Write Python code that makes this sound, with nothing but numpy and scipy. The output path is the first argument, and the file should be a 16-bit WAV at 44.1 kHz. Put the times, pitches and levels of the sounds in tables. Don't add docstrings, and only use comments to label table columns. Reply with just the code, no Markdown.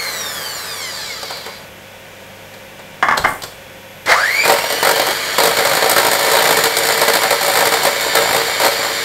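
import sys
import numpy as np
from scipy import signal
from scipy.fft import rfft, irfft, next_fast_len
from scipy.io import wavfile
from scipy.ndimage import map_coordinates

SR = 44100
rng = np.random.default_rng(int(sys.argv[2]) if len(sys.argv) > 2 else 0)


def put_to_file(sound):
    columns = np.atleast_2d(sound).T
    safe = np.clip(columns, -1, 1)
    whole_steps = np.round(safe * 32767)
    wavfile.write(sys.argv[1], SR, whole_steps.astype(np.int16))


N = 398663
TIME = np.arange(N) / SR
TOP_HZ = 15750

# pitch_hz, level_db (per Hz)
AIR_SPECTRUM = [(25, -18), (66, -7.5), (100, -21), (150, -3), (200, -9), (317, -11.5), (531, -5.5),
                (624, -7), (1290, -14.5), (1610, -10.5), (2400, -11), (3400, -15), (4300, -21.5),
                (6500, -22.5), (10000, -28), (16000, -28.5)]
# pitch_hz, level_db
HUM_TONES = [(100, -53.5), (199.5, -57), (516, -58), (537, -49.5), (931, -56.5), (1486, -57), (2350, -57),
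             (3408, -60), (11719, -56.5)]
# pitch_hz, t60_s
KITCHEN_DECAY = [(150, 0.54), (1500, 0.34), (6000, 0.37), (15000, 0.67)]

# time_s, commutator_hz
COAST_SPEED = [(0, 2189), (.348, 1706), (.732, 1192), (1.094, 745), (1.304, 510), (1.68, 20)]
# time_s, commutator_hz
DRIVE_SPEED = [(4.06, 100), (4.12, 750), (4.21, 1530), (4.31, 2060), (4.38, 2300), (4.6, 2720), (4.8, 3000),
               (5.0, 3170), (5.2, 3280), (5.6, 3430), (7.3, 3610), (9.04, 3665)]
# pitch_hz, level_db (per Hz)
COAST_SPECTRUM = [(60, -19), (250, -9), (480, 1), (900, 1.5), (1700, 3.5), (2250, 0), (2600, -13),
                  (3300, -5), (4500, -5), (6200, -10), (7200, -6), (10200, -13.5), (12500, -7.5),
                  (16000, -18)]
# pitch_hz, level_db (per Hz)
DRIVE_SPECTRUM = [(60, -40), (250, -7), (480, 0), (900, -1.5), (1700, 3.5), (2250, 4.5), (2600, -7),
                  (3200, -2.5), (4400, -1), (6200, -11.5), (7200, -6.5), (10200, -15), (12500, -10.5),
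                  (16000, -22)]
# pitch_hz, level_db
HOUSING_RESPONSE = [(200, -14), (900, 3.5), (1700, -7), (2200, 4.5), (2650, -12), (3300, 0.5), (4600, 2.5),
                    (5600, -2.5), (6200, -7.5), (7200, -0.5), (10000, -9.5), (11000, -7.5), (13000, -7),
                    (16000, -14)]
# pitch_hz, width_hz, level_db
SHELL_MODES = [(474, 110, -1.5), (1160, 30, 1.5), (1680, 220, -5.5), (2250, 260, -6.5), (2780, 78, 2),
               (3070, 95, 4), (3274, 93, -1.5), (4340, 400, 2), (4680, 84, 5.5), (5630, 180, 4),
               (7040, 190, 1.5), (9040, 160, 3.5), (10700, 100, -11), (13100, 250, -11)]
# pitch_hz, width_hz, level_db
WIRE_MODES = [(4060, 150, 5), (4660, 150, 5), (3500, 140, -2)]

# start_s, level_db, treble_db, rise_s
TAP_TIMES = [(1.227, -16.5, 0, .004), (1.3, -13.5, -6, 0.0096), (1.367, -22, -1, .005),
             (1.458, -14, -7, 0.0063), (2.539, -28, -1, .001), (2.79, -23, -8, .005),
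             (3.17, -4.5, -4, 0.0083), (3.42, -19.5, 3, .002), (3.433, -15, 1, 0.0047),
             (4.059, -12, -4, .002)]
# pitch_hz, level_db (per Hz)
SCUFF_SPECTRUM = [(1500, -27), (3000, 2), (4200, 6), (5500, -1), (6500, -3), (7700, 1), (10500, -11),
                  (12500, -6), (16000, -17)]

# start_s, level_db
DISH_KNOCKS = [(3.026, 2), (3.085, 0), (3.11, -3), (3.123, -7), (3.241, -5), (3.248, 2)]
# pitch_hz, level_db (per Hz)
KNOCK_SPECTRUM = [(30, -39), (150, -18), (300, -12), (400, -15), (550, -14), (740, -2.5), (950, -5.5),
                  (1100, 0), (1400, -5), (1750, -4), (2120, -8), (2450, -23), (3300, -22.5), (4200, -36),
                  (5150, -36), (7000, -37), (16000, -55)]
# pitch_hz, level_db (per Hz)
GLASS_SPECTRUM = [(500, -20), (3000, -6), (4200, -6), (5200, 0), (6500, -8), (12000, -23), (16000, -18)]
# pitch_hz, width_hz, level_db
COUNTER_MODES = [(310, 61, -2), (800, 95, 1), (1140, 37, 2), (1440, 35, -5), (1710, 73, -9), (2110, 75, -6)]
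# start_s, level_db, rise_s
COUNTER_THUDS = [(3.19, -28, .012), (3.25, -40, .008), (3.4, -43, 0.045)]
# pitch_hz, level_db (per Hz)
THUD_SPECTRUM = [(20, -2), (45, -10), (90, -3.5), (170, -7), (300, -29), (800, -56)]
# pitch_hz, level_db (per Hz)
SUGAR_SPECTRUM = [(4000, -25), (6500, -7), (9000, 2), (10800, -8), (13200, -2), (16000, -13)]

# pitch_hz, level_db (per Hz)
GEAR_SPECTRUM = [(100, -32), (330, -31), (500, -3.5), (760, -5), (1100, -5.5), (2100, -1), (2600, -16.5),
                 (4500, -15.5), (7000, -24), (16000, -35)]
# time_s, contact_db
STIR_CONTACT = [(4.44, -21), (4.6, -24.5), (4.79, -33), (5.1, -27), (5.28, -35), (5.5, -22.5),
                (6.45, -25.5), (6.7, -26), (7.6, -30), (8.0, -26.5), (8.25, -21), (8.55, -28.5),
                (9.04, -31.5)]
# start_s, length_s, body_db, edge_db
WALL_BURSTS = [(4.451, 0.043, -14, -20), (4.495, 0.018, -11, -17.5), (4.701, .03, -20, -24.5),
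               (4.827, 0.078, -12, -19), (4.958, .005, -16, -20.5), (4.995, 0.0078, -13, -19.5),
               (5.066, 0.032, -17.5, -24), (5.382, 0.029, -12.5, -20.5), (5.434, 0.036, -13.5, -17.5),
               (5.568, 0.028, -14.5, -21.5), (5.649, 0.0069, -15, -20), (5.695, .075, -17.5, -22),
               (5.823, 0.035, -16.5, -24), (5.894, 0.015, -14.5, -15.5), (5.962, 0.03, -11, -16),
               (6.047, 0.016, -12.5, -19.5), (6.113, 0.027, -17, -16.5), (6.191, 0.11, -20.5, -22),
               (6.314, 0.12, -15.5, -20.5), (6.453, .075, -15, -19.5), (6.569, 0.014, -13, -16.5),
               (6.637, 0.013, -13.5, -15), (6.767, 0.0072, -15.5, -16), (6.833, 0.1, -18, -21),
               (6.975, 0.012, -17.5, -21), (7.014, 0.012, -13.5, -18), (7.079, 0.012, -14, -17),
               (7.134, 0.019, -12.5, -17), (7.216, .02, -14.5, -23), (7.306, 0.0099, -10.5, -18.5),
               (7.41, 0.1, -19.5, -22.5), (7.536, 0.083, -15.5, -20), (7.653, 0.014, -13, -17.5),
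               (7.72, 0.017, -14, -20.5), (7.771, 0.0091, -21, -25), (7.831, .005, -17, -19.5),
               (7.85, 0.014, -14, -19.5), (8.007, 0.017, -25.5, -23.5), (8.152, 0.0094, -10, -17),
               (8.204, 0.02, -20.5, -25), (8.329, .04, -17.5, -23.5), (8.599, 0.041, -15, -21.5),
               (8.645, 0.015, -12.5, -19.5), (8.713, .005, -25, -25), (8.829, 0.012, -21, -29)]
# pitch_hz, level_db (per Hz)
CLATTER_SPECTRUM = [(40, -44), (85, -52), (115, -13.5), (200, -15), (330, -9), (480, -2.5), (900, -2),
                    (1200, -3.5), (2200, -4.5), (2600, -12), (4300, -8.5), (6000, -22.5), (9000, -35)]
# pitch_hz, level_db (per Hz)
STEEL_SPECTRUM = [(2000, -22), (4000, 8.5), (5200, 3.5), (6200, -2), (7200, 4.5), (9200, 5.5),
                  (10200, -3.5), (12000, 3.5), (13300, 3.5), (16000, -9)]
# pitch_hz, width_hz, level_db
BOWL_MODES = [(133, 13, 2), (174, 34, -3), (297, 23, -1), (379, 18, -5), (457.5, 10.5, 10.5),
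              (496, 17, 0.5), (562.4, 34, 6.5), (632, 90, -0.5), (762.6, 17.7, 7), (923, 33, 2.5),
              (979, 27, -7.5), (1318, 25, -1.5), (1446, 43, -9), (1590, 50, -6), (1806, 34, 0),
              (1995, 29, 0.5)]

COAST_DB, SLOWING_DB, FREE_SONG_DB, FREE_WHINE_DB = -26.5, 4.5, -5, -6
BRUSH_DB, RUN_UP_DB, DRIVEN_SONG_DB = -21.5, 5, -15
SONG_PULL_DB = 8
PULL_WHINE_DB, CRUISE_WHINE_DB, EASE_HZ, EASE_WIDTH_HZ = -14.5, -36, 2470, 43
DRAG_S, DRAG_DB, DRAG_SWELL_DB_PER_S, DRAG_FADE_DB_PER_S = 1.0, -32, 22, 13
TOUCH_HZ = 1900
SUGAR_S, SUGAR_DB, SUGAR_RISE_S, SUGAR_T60 = 3.22, -35, 0.078, .4
JOLT_S, JOLT_RISE_S, JOLT_DB, JOLT_T60, SETTLE_DB, SETTLE_T60 = 4.055, 0.068, -7, 0.14, -17.5, 1.2
BARS_PER_PASS = 63
RELEASE_DB_PER_S, STRIKE_SCATTER_DB, FIRST_TOUCH_DB = 444, 1.15, -0.5
STRIKE_DB, SCRAPE_DB, EDGE_DB = 2.5, -4, 5.5


def amp(db):
    return 10 ** (np.asarray(db) / 20)


def unit(x):
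    return x / np.sqrt(np.mean(x ** 2) + 1e-20)


def along(points, hz):
    f, v = np.transpose(points)
    return np.interp(np.log(hz + 1), np.log(f + 1), v)


def curves(rows):
    s, *cols = np.transpose(rows)
    return [np.interp(TIME, s, c) for c in cols]


def during(rows):
    inside_s = np.minimum(TIME - rows[0][0], rows[-1][0] - TIME)
    return np.clip(inside_s / 0.0092 + 1, 0, 1)


def wobble(rate):
    return map_coordinates(rng.standard_normal(int(N * rate / SR) + 4), [TIME * rate])


def filtered(x, response):
    size = next_fast_len(N + SR // 2)
    return irfft(rfft(x, size) * response(np.fft.rfftfreq(size, 1 / SR)), size)[:N]


def noise(spectrum):
    white = rng.standard_normal(N)
    return unit(filtered(white, lambda hz: amp(along(spectrum, hz))))


def ring(x, modes):
    def response(f):
        return sum(amp(db) * 1j * f * width / (center * center - f * f + 1j * f * width)
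                   for center, width, db in modes)
    return filtered(x, response)


def blows(rows, t60):
    power = np.zeros(N + SR)
    t = np.arange(int(min(t60 + .07, .9) * SR)) / SR
    for s, db, rise in rows:
        decay_db = db - 60 * np.maximum(t - rise, 0) / t60
        power[round(s * SR):][:len(t)] += amp(2 * decay_db) * np.minimum(t / rise, 1) ** 2
    return np.sqrt(power[:N])


def background():
    hum = np.zeros(N)
    for hz, db in HUM_TONES:
        level = amp(db + 5.5 + 2.1 * wobble(3.76))
        hum += level * np.sin(2 * np.pi * hz * TIME + min(hz / 700, .9) * wobble(9))
    return hum + amp(-37.5) * noise(AIR_SPECTRUM)


def throb(turns, sharp):
    return unit(np.exp(sharp * np.cos(2 * np.pi * turns)))


def overtones(pitch, flutter_db, slope_db, blur, count):
    phase = 2 * np.pi * np.cumsum(pitch) / SR
    out = np.zeros(N)
    for k in range(2, count):
        gain_db = along(HOUSING_RESPONSE, k * pitch) + flutter_db * wobble(24) - slope_db * np.log2(k)
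        tone = np.sin(k * phase + blur * wobble(140))
        out += amp(gain_db) * (k * pitch < TOP_HZ) * tone
    return out


def motor(speed):
    halvings = np.log2(speed.max() / speed)
    coast_halvings = np.log2(speed[0] / speed)
    pitch = speed * (1 + .001 * wobble(30) + .002 * wobble(250))
    bars = np.cumsum(pitch) / SR
    rotor = throb(bars / 12, sharp=.2)
    mains = throb(100 * TIME, sharp=.18)
    whine = unit(np.sin(2 * np.pi * bars + .6 * wobble(420)) * amp(4.5 * wobble(170)))

    free_song = overtones(pitch, flutter_db=3.5, slope_db=.1, blur=.35, count=12)
    free_whine_db = FREE_WHINE_DB + 1.7 * along(HOUSING_RESPONSE, speed) - 5 * coast_halvings
    coasting = noise(COAST_SPECTRUM) + amp(FREE_SONG_DB) * free_song + amp(free_whine_db) * whine
    coasting = amp(COAST_DB - SLOWING_DB * coast_halvings) * coasting

    driven_song = overtones(pitch, flutter_db=3, slope_db=-2, blur=1, count=8)
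    song_db = DRIVEN_SONG_DB + SONG_PULL_DB * np.minimum(halvings, .5)
    load = (1 - np.tanh((speed - EASE_HZ) / EASE_WIDTH_HZ / 2)) / 2
    whine_db = load * PULL_WHINE_DB + (1 - load) * CRUISE_WHINE_DB
    driven_whine = amp(whine_db) * np.minimum(speed / 750, 1) ** 2 * whine
    driven = amp(BRUSH_DB - RUN_UP_DB * halvings) * (noise(DRIVE_SPECTRUM) + amp(song_db) * driven_song)
    driven = driven + driven_whine
    return rotor * (during(COAST_SPEED) * coasting + during(DRIVE_SPEED) * mains * driven)


def worktop(x, spread, count):
    echoes = np.zeros(SR // 10)
    delay, size = rng.uniform(.05, 1, count), rng.standard_normal(count)
    echoes[(delay * min(spread, .09) * SR).astype(int)] = size / np.linalg.norm(size)
    return signal.fftconvolve(x, echoes)[:N]


def kitchen(x):
    hz, t, z = signal.stft(rng.standard_normal(SR // 2), SR, nperseg=256)
    decay = amp(-60 * t / along(KITCHEN_DECAY, hz)[:, None])
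    tail = signal.istft(z * decay, SR, nperseg=256)[1]
    delayed = np.pad(x, (200, 0))
    return signal.fftconvolve(delayed, tail / np.linalg.norm(tail))[:N]


def wires():
    swell_db = DRAG_SWELL_DB_PER_S * (DRAG_S - TIME)
    fade_db = DRAG_FADE_DB_PER_S * (TIME - DRAG_S)
    level_db = DRAG_DB - np.maximum(swell_db, fade_db)
    turning = np.clip((COAST_SPEED[-1][0] - TIME) / .13, 0, 1)
    tone = unit(ring(rng.standard_normal(N), WIRE_MODES))
    return turning * amp(level_db + 1.1 * wobble(40.8)) * tone


def taps():
    touch_rows = [(s, db - 8.5, rise) for s, db, treble_db, rise in TAP_TIMES]
    scuff_rows = [(s, db + treble_db - 7.5, rise) for s, db, treble_db, rise in TAP_TIMES]
    touch = blows(touch_rows, t60=.09) * noise(CLATTER_SPECTRUM)
    body = filtered(touch, lambda hz: 1 / (1 + (hz / TOUCH_HZ) ** 4))
    scuff = blows(scuff_rows, t60=0.045) * noise(SCUFF_SPECTRUM)
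    return body + amp(-8) * ring(body, BOWL_MODES) + scuff


def dish():
    impact = blows([(s, db - 6, .0003) for s, db in DISH_KNOCKS], t60=.045)
    rattle = blows([(s, db - 15.5, .004) for s, db in DISH_KNOCKS], t60=0.21)
    clack = np.hypot(impact, rattle) * noise(KNOCK_SPECTRUM)
    snap = amp(-20.5) * impact * noise(GLASS_SPECTRUM)
    thud = blows(COUNTER_THUDS, t60=0.28) * noise(THUD_SPECTRUM)
    return clack + amp(-3.5) * ring(clack, COUNTER_MODES) + snap + thud


def sugar():
    grains = unit(noise(SUGAR_SPECTRUM) * amp(3.3 * wobble(700)))
    return blows([(SUGAR_S, SUGAR_DB, SUGAR_RISE_S)], t60=SUGAR_T60) * grains


def jolt():
    kick = blows([(JOLT_S, JOLT_DB, JOLT_RISE_S)], t60=JOLT_T60)
    settle = blows([(JOLT_S, SETTLE_DB, JOLT_RISE_S)], t60=SETTLE_T60)
    return np.hypot(kick, settle) * amp(0.95 * wobble(150)) * noise(GEAR_SPECTRUM)


def strikes(speed, count):
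    rows = []
    for s, length, body_db, edge_db in WALL_BURSTS:
        age = np.arange(count) * BARS_PER_PASS / speed[round(s * SR)]
        shape_db = FIRST_TOUCH_DB * (age == 0) - RELEASE_DB_PER_S * np.maximum(age - length, 0)
        body_swing, edge_swing = shape_db + STRIKE_SCATTER_DB * rng.standard_normal((2, count))
        hits = np.transpose([s + age, body_db + body_swing, edge_db + edge_swing])
        rows += list(hits[shape_db > -20])
    return rows


def beaters(speed):
    contact_db, = curves(STIR_CONTACT)
    passes = np.cumsum(speed / BARS_PER_PASS * (1 + .1 * wobble(40))) / SR
    ticking = unit(np.exp(-2.4 * (passes % 1)) * amp(2.5 * wobble(70)))
    rub = during(STIR_CONTACT) * amp(contact_db) * ticking

    hits = strikes(speed, count=10)
    hard = blows([(s, body_db + STRIKE_DB, .002) for s, body_db, edge_db in hits], t60=.055)
    scrape = blows([(s, body_db + SCRAPE_DB, .008) for s, body_db, edge_db in hits], t60=.08)
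    bright = blows([(s, edge_db + EDGE_DB, .002) for s, body_db, edge_db in hits], t60=.055)
    body = np.sqrt(rub ** 2 + hard ** 2 + scrape ** 2) * noise(CLATTER_SPECTRUM)
    chatter = unit(noise(STEEL_SPECTRUM) * amp(1.9 * wobble(900)))
    sizzle = np.hypot(amp(-7) * rub, bright) * chatter
    return amp(-1.0) * body + ring(body, BOWL_MODES) + sizzle


def scene():
    speed, = curves(list(COAST_SPEED) + list(DRIVE_SPEED))
    inside = motor(speed)
    casing = amp(-2.0) * inside + amp(-4.0) * ring(inside, SHELL_MODES)
    casing = casing + amp(-9) * worktop(casing, spread=.012, count=24)
    mixer = casing + wires() + jolt() + beaters(speed)
    handling = taps() + dish() + sugar()
    room = kitchen(amp(-8.5) * mixer + amp(-3) * handling)
    return (background() + mixer + handling + room)[None]


def record(dry):
    clipped = dry[0] / (1 + np.abs(dry[0] / 1.02) ** 5) ** (1 / 5)
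    return filtered(clipped, lambda hz: hz < TOP_HZ)[None]


dry = scene()
out = record(dry)
put_to_file(out)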